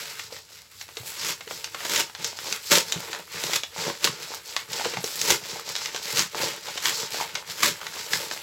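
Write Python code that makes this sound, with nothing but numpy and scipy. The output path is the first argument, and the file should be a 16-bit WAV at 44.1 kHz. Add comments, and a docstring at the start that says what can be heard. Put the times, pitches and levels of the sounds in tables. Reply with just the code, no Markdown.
"""A padded paper envelope is pulled open by hand, close to a phone in a small furnished room.
Over a faint steady hush, sheets slide and flex from the start: filtered random slips, swelling by strokes.
Creases soon snap as ringing pulses, and the hollow pouch thumps in short decaying swings and low rumble.
From 1.2 s the glued flap also gives way in short rips of dense fibre noise; the last, at 7.6 s, leaves
sliding, flexing and snapping to the end."""
import sys
import numpy as np
from scipy import signal
from scipy.fft import rfft, irfft
from scipy.io import wavfile

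SR = 44100
rng = np.random.default_rng(int(sys.argv[2]) if len(sys.argv) > 2 else 0)


def waveform_to_disk(signal):
    """Save audio, clipped to [-1, 1], as 16-bit WAV at the path in sys.argv[1]."""
    frames = np.transpose(np.atleast_2d(signal))
    scaled = np.clip(frames, -1, 1) * 32767
    samples = np.round(scaled).astype(np.int16)
    wavfile.write(sys.argv[1], SR, samples)


N = 371322
T = np.arange(N) / SR
TOP_HZ = 16100


def undb(db):
    """Decibels to amplitude gain."""
    return 10 ** (np.asarray(db) / 20)


def unit(x):
    """Scale to rms 1."""
    return x / np.sqrt(np.mean(x ** 2))


def band(x, lo_hz, hi_hz, order=2):
    """Causal Butterworth band-pass."""
    edges_hz = [lo_hz, min(hi_hz, SR / 2 - 1)]
    return signal.sosfilt(signal.butter(order, edges_hz, "band", fs=SR, output="sos"), x)


def colour(x, points, size=2048):
    """Minimum-phase filter through (f/Hz, gain/dB) points."""
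    hz, db = np.transpose(points)
    grid_hz = np.linspace(1, SR / 2, size // 2 + 1)
    gain_db = np.interp(np.log(grid_hz), np.log(hz), db)
    # folding the cepstrum makes the response causal
    cepstrum = irfft(np.log(undb(gain_db)))
    cepstrum[1:size // 2] *= 2
    cepstrum[size // 2 + 1:] = 0
    response = irfft(np.exp(rfft(cepstrum)))
    return signal.fftconvolve(x, response)[:len(x)]


def ring(x, hz, width_hz):
    """One two-pole resonance, gain 1 at its centre."""
    w = 2 * np.pi * min(hz, SR / 2 - 1) / SR
    a = np.sin(w) * width_hz / hz / 2
    return signal.lfilter([a, 0, -a], [1 + a, -2 * np.cos(w), 1 - a], x)


def walk(rate_hz):
    """Random curve of rms 1: straight lines between knots, rate_hz knots per second."""
    knots = rng.standard_normal(N // 10)
    return unit(np.interp(T * rate_hz, np.arange(len(knots)), knots))


def crackle(rate_hz, spread_db):
    """Tiny slips at random moments, many small and a few large; rms 1."""
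    size = undb(spread_db * np.minimum(rng.exponential(size=N), 4.5))
    happens = rng.random(N) < rate_hz / SR
    return unit(happens * size * rng.choice([-1, 1], N))


def add(out, s, x):
    """Mix x in at time s."""
    i = max(int(s * SR), 0)
    out[i:i + len(x)] += x[:max(N - i, 0)]


def gesture(s, hold_s, attack_s, release_s, swell_db=0):
    """Level/dB of one hand movement: builds up, runs on, relaxes; attack and release in s per 20 dB."""
    slack = np.maximum(0, np.maximum((s - T) / attack_s, (T - s - hold_s) / release_s))
    return swell_db * (np.clip((T - s) / hold_s, 0, 1) - .5) - 20 * slack


def hush():
    """Quiet room: steady coloured noise."""
    # room spectrum: f/Hz, gain/dB
    quiet = [(20, -44), (40, -19), (90, -4), (230, -19.5), (450, -24), (1200, -31), (5000, -21),
             (16000, -33)]
    return unit(colour(rng.standard_normal(N), quiet)) * undb(-61.5)


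def room(x, first_wall_s=.007, wander_s=0.000307):
    """Shelves and walls scatter a short tail, decaying slightly faster in the lows."""
    t60_low_s, t60_high_s, tail_db = 0.16, 0.18, -9
    t = T[:SR // 2]
    noise = rng.standard_normal(len(t))
    low = band(noise, 80, 900, order=1) * undb(-60 * t / t60_low_s)
    high = band(noise, 900, 13000, order=1) * undb(-60 * t / t60_high_s)
    tail = (low + high) * (t > first_wall_s)
    # the sounding spot wanders over the sheet, so its path to the walls keeps changing
    sent = np.interp(T - wander_s * walk(45), T, x)
    return x + undb(tail_db) * signal.fftconvolve(sent, tail / np.linalg.norm(tail))[:N]


def pouch(x):
    """The hollow envelope lends its broad resonances to whatever shakes it."""
    # pouch resonances: f/Hz, width/Hz, gain/dB
    modes = [(166.2, 21, 5), (338, 13, -6), (455, 94, 1), (577.7, 23, 14.5), (890, 72, 6.5)]
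    return x + sum(undb(db) * ring(x, hz, width_hz) for hz, width_hz, db in modes)


def knocks(cycles=2.12, flutter_db=-10):
    """A finger's soft push sets a panel of the pouch swinging for a few uneven cycles."""
    # knocks and buckles: t/s, drive/dB before envelope and output gain, f/Hz
    pushes = [(0.324, -29, 517), (0.971, -28, 452), (0.998, -41.5, 115), (1.473, -31, 440),
              (1.747, -23, 1080), (2.776, -15.5, 493), (2.958, -26, 166), (3.794, -30, 890),
              (3.864, -25.5, 533), (4.074, -30, 457), (4.318, -29, 860), (4.811, -21, 885),
              (4.86, -19, 480), (4.936, -27, 477), (4.972, -20, 875), (5.04, -20, 455), (5.303, -14.5, 910),
              (5.559, -27.5, 810), (5.946, -29, 490), (6.434, -21.5, 520), (7.202, -18, 1020),
              (7.211, -18, 870), (7.224, -18, 900)]
    out, t = np.zeros(N), T[:SR // 10]
    for s, db, hz in pushes:
        flutter = unit(ring(rng.standard_normal(len(t)), hz, hz))
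        swing = np.sin(2 * np.pi * hz * t) + undb(flutter_db) * flutter
        envelope = np.exp(-hz * t / cycles) * (1 - np.exp(-2 * hz * t))
        add(out, s, undb(db) * swing * envelope)
    return out * undb(2.0)


def effort():
    """Drive/dB of hiss, flexing, fine treble and rumble: the strongest movement of the moment sets each."""
    # strokes of sheet over sheet: t/s, length/s, hiss/dB, swell over the stroke/dB,
    # flex re hiss/dB, fine treble re hiss/dB (both before output gain)
    strokes = [(0.0, 0.25, -39, -7, -9.5, -11.5), (0.33, 0.042, -43, -3.5, -6.5, -11.5),
               (0.508, 0.072, -48, 3, -12, -10), (0.707, .11, -48.5, 8, -19, -7.5),
               (0.98, .07, -45.5, -4, -12, -6), (1.075, 0.047, -37, -1.5, -12, -6),
               (1.18, .05, -38.5, 1, -23, -12), (1.513, 0.17, -44, -8.5, -5.5, -7),
               (1.744, 0.25, -40, 4, -7.5, -9.5), (2.215, 0.057, -35, 0, -5, -15),
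               (2.378, 0.15, -37, 8, -7, -10), (2.6, 0.13, -38.5, 14, -13, -7.5),
               (2.874, .29, -39.5, -2, -2, -11), (3.342, 0.11, -33.5, 5, -6, -12),
               (3.783, 0.1, -32.5, 0.5, -4.5, -13), (4.103, 0.087, -42, 1, -3.5, -14),
               (4.231, 0.14, -40.5, -4.5, -5.5, -10.5), (4.459, .13, -39.5, 3, -8.5, -11),
               (4.733, 0.14, -33.5, -2, -5.5, -13), (4.923, .03, -33, -3, -10, -16),
               (5.045, 0.27, -34.5, 0.5, -11.5, -7), (5.441, 0.13, -37.5, 2.5, -6, -12.5),
               (5.668, 0.2, -36, 3, -8.5, -14), (5.932, .05, -38, 2, -6, -14),
               (6.047, 0.11, -32, 4.5, -9.5, -10.5), (6.379, 0.064, -29, 4.5, -4, -12),
               (6.45, 0.055, -33.5, 0, -4.5, -16), (6.656, 0.12, -37, -3, -8.5, -14),
               (6.916, 0.078, -33.5, 5.5, -5.5, -10), (7.142, 0.069, -31, 0.5, -7, -12.5),
               (7.287, 0.086, -40.5, 1, -3, -15), (7.509, 0.059, -37.5, -7.5, -8, -10),
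               (7.743, 0.44, -40.5, 7.5, -2.5, -9.5), (8.125, 0.12, -33, -5.5, -5, -8.5),
               (8.324, 0.092, -38.5, -6, -5, -9)]
    # grips that squeeze the pouch: t/s, rumble/dB before output gain
    grips = [(1.07, -50), (1.51, -46), (2.2, -48.5), (2.96, -44.5), (3.35, -45.5), (3.43, -43), (3.79, -42),
             (3.87, -44), (4.06, -42), (4.72, -43.5), (4.975, -42), (6.2, -42.5), (6.41, -43), (6.99, -46),
             (7.7, -47.5), (8.1, -44), (8.2, -49), (8.35, -51)]
    # held paper never quite rests: only pinched, then being opened
    pinched_db, held_db, opening_s = -56, -49, 0.88
    held_flex_db, held_fine_db, rumble_re_flex_db = -8, -8, -16.5
    # s per 20 dB, except hold
    stroke_attack_s, stroke_release_s = 0.081, 0.15
    grip_attack_s, grip_hold_s, grip_release_s = 0.026, 0.015, 0.074

    hiss = np.where(T < opening_s, pinched_db, held_db)
    flex, fine = hiss + held_flex_db, hiss + held_fine_db
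    for s, hold_s, db, swell_db, flex_db, fine_db in strokes:
        stroke = db + gesture(s, hold_s, stroke_attack_s, stroke_release_s, swell_db)
        hiss = np.maximum(hiss, stroke)
        flex = np.maximum(flex, stroke + flex_db)
        fine = np.maximum(fine, stroke + fine_db)
    rumble = flex + rumble_re_flex_db
    for s, db in grips:
        squeeze = db + gesture(s, grip_hold_s, grip_attack_s, grip_release_s)
        rumble = np.maximum(rumble, squeeze)
    return hiss, flex, fine, rumble


def wrinkles(rate_hz=28, count=10):
    """Small wrinkles of many sizes pop at random, each size with a brief pitch of its own."""
    pitches_hz = np.geomspace(450, 2800, count)
    return unit(sum(ring(crackle(rate_hz, spread_db=5), hz, .5 * hz) / np.sqrt(hz) for hz in pitches_hz))


def handling(hiss_db, flex_db, fine_db, rumble_db):
    """Fibres catch and slip as the sheets slide; the sheet and the pouch flex in coarser steps."""
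    # sliding-paper spectrum: f/Hz, gain/dB
    slide = [(29, -50), (50, -37), (106, -13.5), (163, -15.5), (264, -14), (461, 2.5), (694, -17.5),
             (884, -1.5), (1120, -0.5), (1740, -6), (5020, 3), (7760, -5), (8970, -18), (10900, -17.5),
             (16000, -19.5)]
    # the slips come in little flurries
    grains = crackle(rate_hz=2200, spread_db=3.5) + undb(-0.5) * rng.standard_normal(N)
    slips = colour(grains, slide) * undb(walk(110))
    steps = pouch(colour(crackle(rate_hz=400, spread_db=5.5), slide))
    # now and then a single fibre or thread of glue parts with a bright tick
    ticks = unit(band(crackle(rate_hz=55, spread_db=4), 2900, 19000, order=1))
    ticks = ticks * undb((hiss_db + fine_db) / 2 - 5)
    # the contact wanders over the paper, so each register swells on its own
    hiss_low = band(slips, 1170, 2600) * undb(2 * walk(35))
    hiss_high = band(slips, 3920, 8960, order=3) * undb(2 * walk(30))
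    hiss = unit(hiss_low + hiss_high)
    fine = unit(band(slips, 9360, 15650, order=3))
    give = undb(2.4 * walk(40))
    bending = unit(band(steps + pouch(slips), 360, 2260))
    flex = unit((bending + wrinkles()) * give)
    rumble = unit(band(steps, 86, 223, order=3) * undb(3.6 * walk(30)))
    sliding = hiss * undb(hiss_db) + fine * undb(fine_db + 5.5)
    flexing = flex * undb(flex_db) + rumble * undb(rumble_db + 0.5)
    return sliding + flexing + ticks


def small_snaps(hiss_db, count=300):
    """Small creases at random moments and pitches, stronger the harder the paper slides."""
    rate_hz, above_hiss_db, spread_db, centre_hz, crinkle_db = 22, 11, 3, 2800, 1
    chance, size = rng.random((count, 3)), rng.standard_normal(count)
    rows = []
    for (when, facet, luck), z in zip(chance, size):
        if luck < rate_hz * T[-1] / count:
            db = hiss_db[int(when * N)] + above_hiss_db + spread_db * z
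            rows.append((when * T[-1], db, centre_hz * 2 ** (2 * facet - 1), crinkle_db))
    return rows


def snaps(creases, damping=2.03, crinkle_s=0.0044, settle_s=0.009, settle_db=-12, yield_db=-23,
          facet_db=-3, facet_width=0.078):
    """Fibres yield, a facet flips with one sharp pulse, and the paper around it crinkles and settles."""
    # snapping-crease spectrum: f/Hz, gain/dB
    radiation = [(100, -10.5), (500, 0.5), (6500, 2.5), (9000, -5.5), (16000, -5)]
    out, lead = np.zeros(N), SR // 50
    t = T[:SR // 8] - T[lead]
    pulse = (t == 0) * 1.
    before = undb(yield_db) * np.exp(-abs(t) / crinkle_s)
    after = np.exp(-abs(t) / crinkle_s) + undb(settle_db) * np.exp(-abs(t) / settle_s)
    for s, db, hz, crinkle_db in creases:
        grains = rng.standard_normal(len(t)) * undb(5.0 * rng.standard_normal(len(t)))
        crinkle = grains * np.where(t < 0, before, after)
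        push = pulse + undb(crinkle_db) * crinkle / np.linalg.norm(crinkle)
        # every facet has its own size, hence a few short rings of its own
        facets_hz = hz * 2 ** rng.uniform(-1.02, 1, size=3)
        push = push + undb(facet_db) * sum(ring(push, f, facet_width * f) for f in facets_hz)
        pulse_peak = ring(pulse, hz, damping * hz).max()
        add(out, s - T[lead], undb(db) * ring(push, hz, damping * hz) / pulse_peak)
    return colour(out, radiation) * undb(1.18)


def rips():
    """The flap gives way: thousands of fibres break each second and shake the sheet."""
    # pulls on the flap: t/s, length/s, rise/(s per 20 dB), fibres/dB before output gain, shake re fibres/dB
    pulls = [(1.249, 0.059, 0.1159, -28.5, -13), (1.94, 0.059, 0.1547, -24.5, -12),
             (2.715, 0.061, 0.0131, -18.5, -10), (3.537, 0.022, 0.17, -29, -13.5),
             (4.047, 0.01, 0.04, -24, -11), (5.303, 0.02, 0.094, -20, -7.5), (6.176, .036, 0.02, -24, -14),
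             (6.873, 0.023, 0.09, -25, -17), (7.639, 0.04, 0.06, -20.5, -12)]
    # tearing-paper spectrum: f/Hz, gain/dB
    tear = [(35, -77), (60, -7), (149, -7), (448, 2), (651, -8), (882, 5.5), (1060, 0), (1660, 0),
            (5090, 0), (7570, -1.5), (9130, -8), (10800, -4), (16000, -7.5)]
    release_s = 0.049  # per 20 dB
    breaks = crackle(rate_hz=7000, spread_db=5.0) + undb(-2) * rng.standard_normal(N)
    fibres = colour(breaks, tear) * undb(3.1 * walk(220))
    bright = unit(band(fibres, 960, TOP_HZ))
    shake = unit(band(pouch(fibres), 71, 730))
    out = np.zeros(N)
    for s, hold_s, rise_s, db, shake_db in pulls:
        # tension builds, the seam runs at full speed, then the pull relaxes
        pull_db = gesture(s, hold_s, rise_s, release_s)
        now = pull_db > -80
        out[now] += undb(db + pull_db[now]) * (bright[now] + undb(shake_db) * shake[now])
    return out * undb(1.65)


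def scene():
    """The envelope in the room, over a faint steady hush."""
    # larger creases: t/s, pulse drive/dB before colouring, facet f/Hz, crinkle re pulse/dB
    large_creases = [(0.195, -17.5, 2580, 3), (0.365, -25, 1990, 3), (0.812, -23, 2920, 8.5),
                     (0.889, -34.5, 1210, 11), (0.97, -18, 2700, 5), (1.408, -25.5, 1500, 8.5),
                     (1.477, -27, 2000, 6), (1.51, -21, 920, 5.5), (1.643, -17, 3600, 9),
                     (1.746, -20.5, 1280, 8), (1.805, -23.5, 1240, 7), (1.853, -15.5, 999, 4),
                     (1.961, -9, 3950, 7), (2.006, -13, 2230, 7.5), (2.098, -28, 1470, 4),
                     (2.15, -24.5, 2200, 10), (2.245, -9.5, 4840, 5), (2.389, -15.5, 1720, -2),
                     (2.526, -7.5, 4600, 0), (2.7175, -12, 2910, 3), (2.754, -3, 5200, 5.5),
                     (2.784, 2, 8500, -13), (2.9226, -7, 5940, 5), (3.131, -14.5, 2090, 2.5),
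                     (3.149, -16, 1280, -2), (3.438, -10.5, 4660, 1.5), (3.534, -8, 3820, 4.5),
                     (3.6345, -14, 1680, 6.5), (4.0438, 1, 4200, -4), (4.055, -8.5, 3500, -3),
                     (4.074, -8.5, 1600, 3), (4.347, -13.5, 10100, -3), (4.565, -5.5, 2300, 1.5),
                     (4.732, -13, 4930, 2), (4.847, -14, 1760, 6.5), (4.855, -13, 940, 4),
                     (4.937, -18, 1810, 6.5), (4.971, -15.5, 1300, 3), (5.043, -11.5, 6450, 1),
                     (5.2152, -5, 6240, 2.5), (5.261, -13.5, 6000, -5), (5.3048, 4, 8500, 0),
                     (5.691, -12, 7450, 0), (5.754, -11.5, 3200, 0), (5.764, -10, 4070, -1),
                     (5.8585, -12, 3000, 1.5), (5.947, -19.5, 1720, 6.5), (5.962, -15, 2800, 4.5),
                     (6.172, -8, 5070, 4), (6.1935, -4, 4630, 3), (6.419, -16, 1610, 8),
                     (6.685, -20.5, 1440, 5), (6.776, -15.5, 2900, 8.5), (6.8568, -3, 2600, 0),
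                     (7.353, -11, 2070, 6.5), (7.6317, -2.5, 1940, 4.5), (7.814, -21, 1390, 5),
                     (7.867, -18.5, 2560, 7.5), (8.134, -4, 2370, 2), (8.313, -15.5, 1210, 4.5)]
    background = hush()
    hiss_db, flex_db, fine_db, rumble_db = effort()
    paper = handling(hiss_db, flex_db, fine_db, rumble_db) + rips() + knocks()
    paper = paper + snaps(list(large_creases) + small_snaps(hiss_db))
    return (room(paper) * undb(-0.51) + background)[None]


def record(dry):
    """The phone's microphone dips near 9 kHz, clips at full scale and cuts the top."""
    # microphone response: f/Hz, gain/dB
    mic = [(25, -12), (55, 0.5), (100, 3.5), (5000, 0), (7400, 0.5), (8200, -1.5), (8900, -6), (9600, -5),
           (11000, -3), (16000, -4.5)]
    heard = np.clip(colour(dry[0], mic), -1, 1)
    return signal.sosfilt(signal.ellip(10, .2, 70, TOP_HZ, fs=SR, output="sos"), heard)[None]


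dry = scene()
out = record(dry)
waveform_to_disk(out)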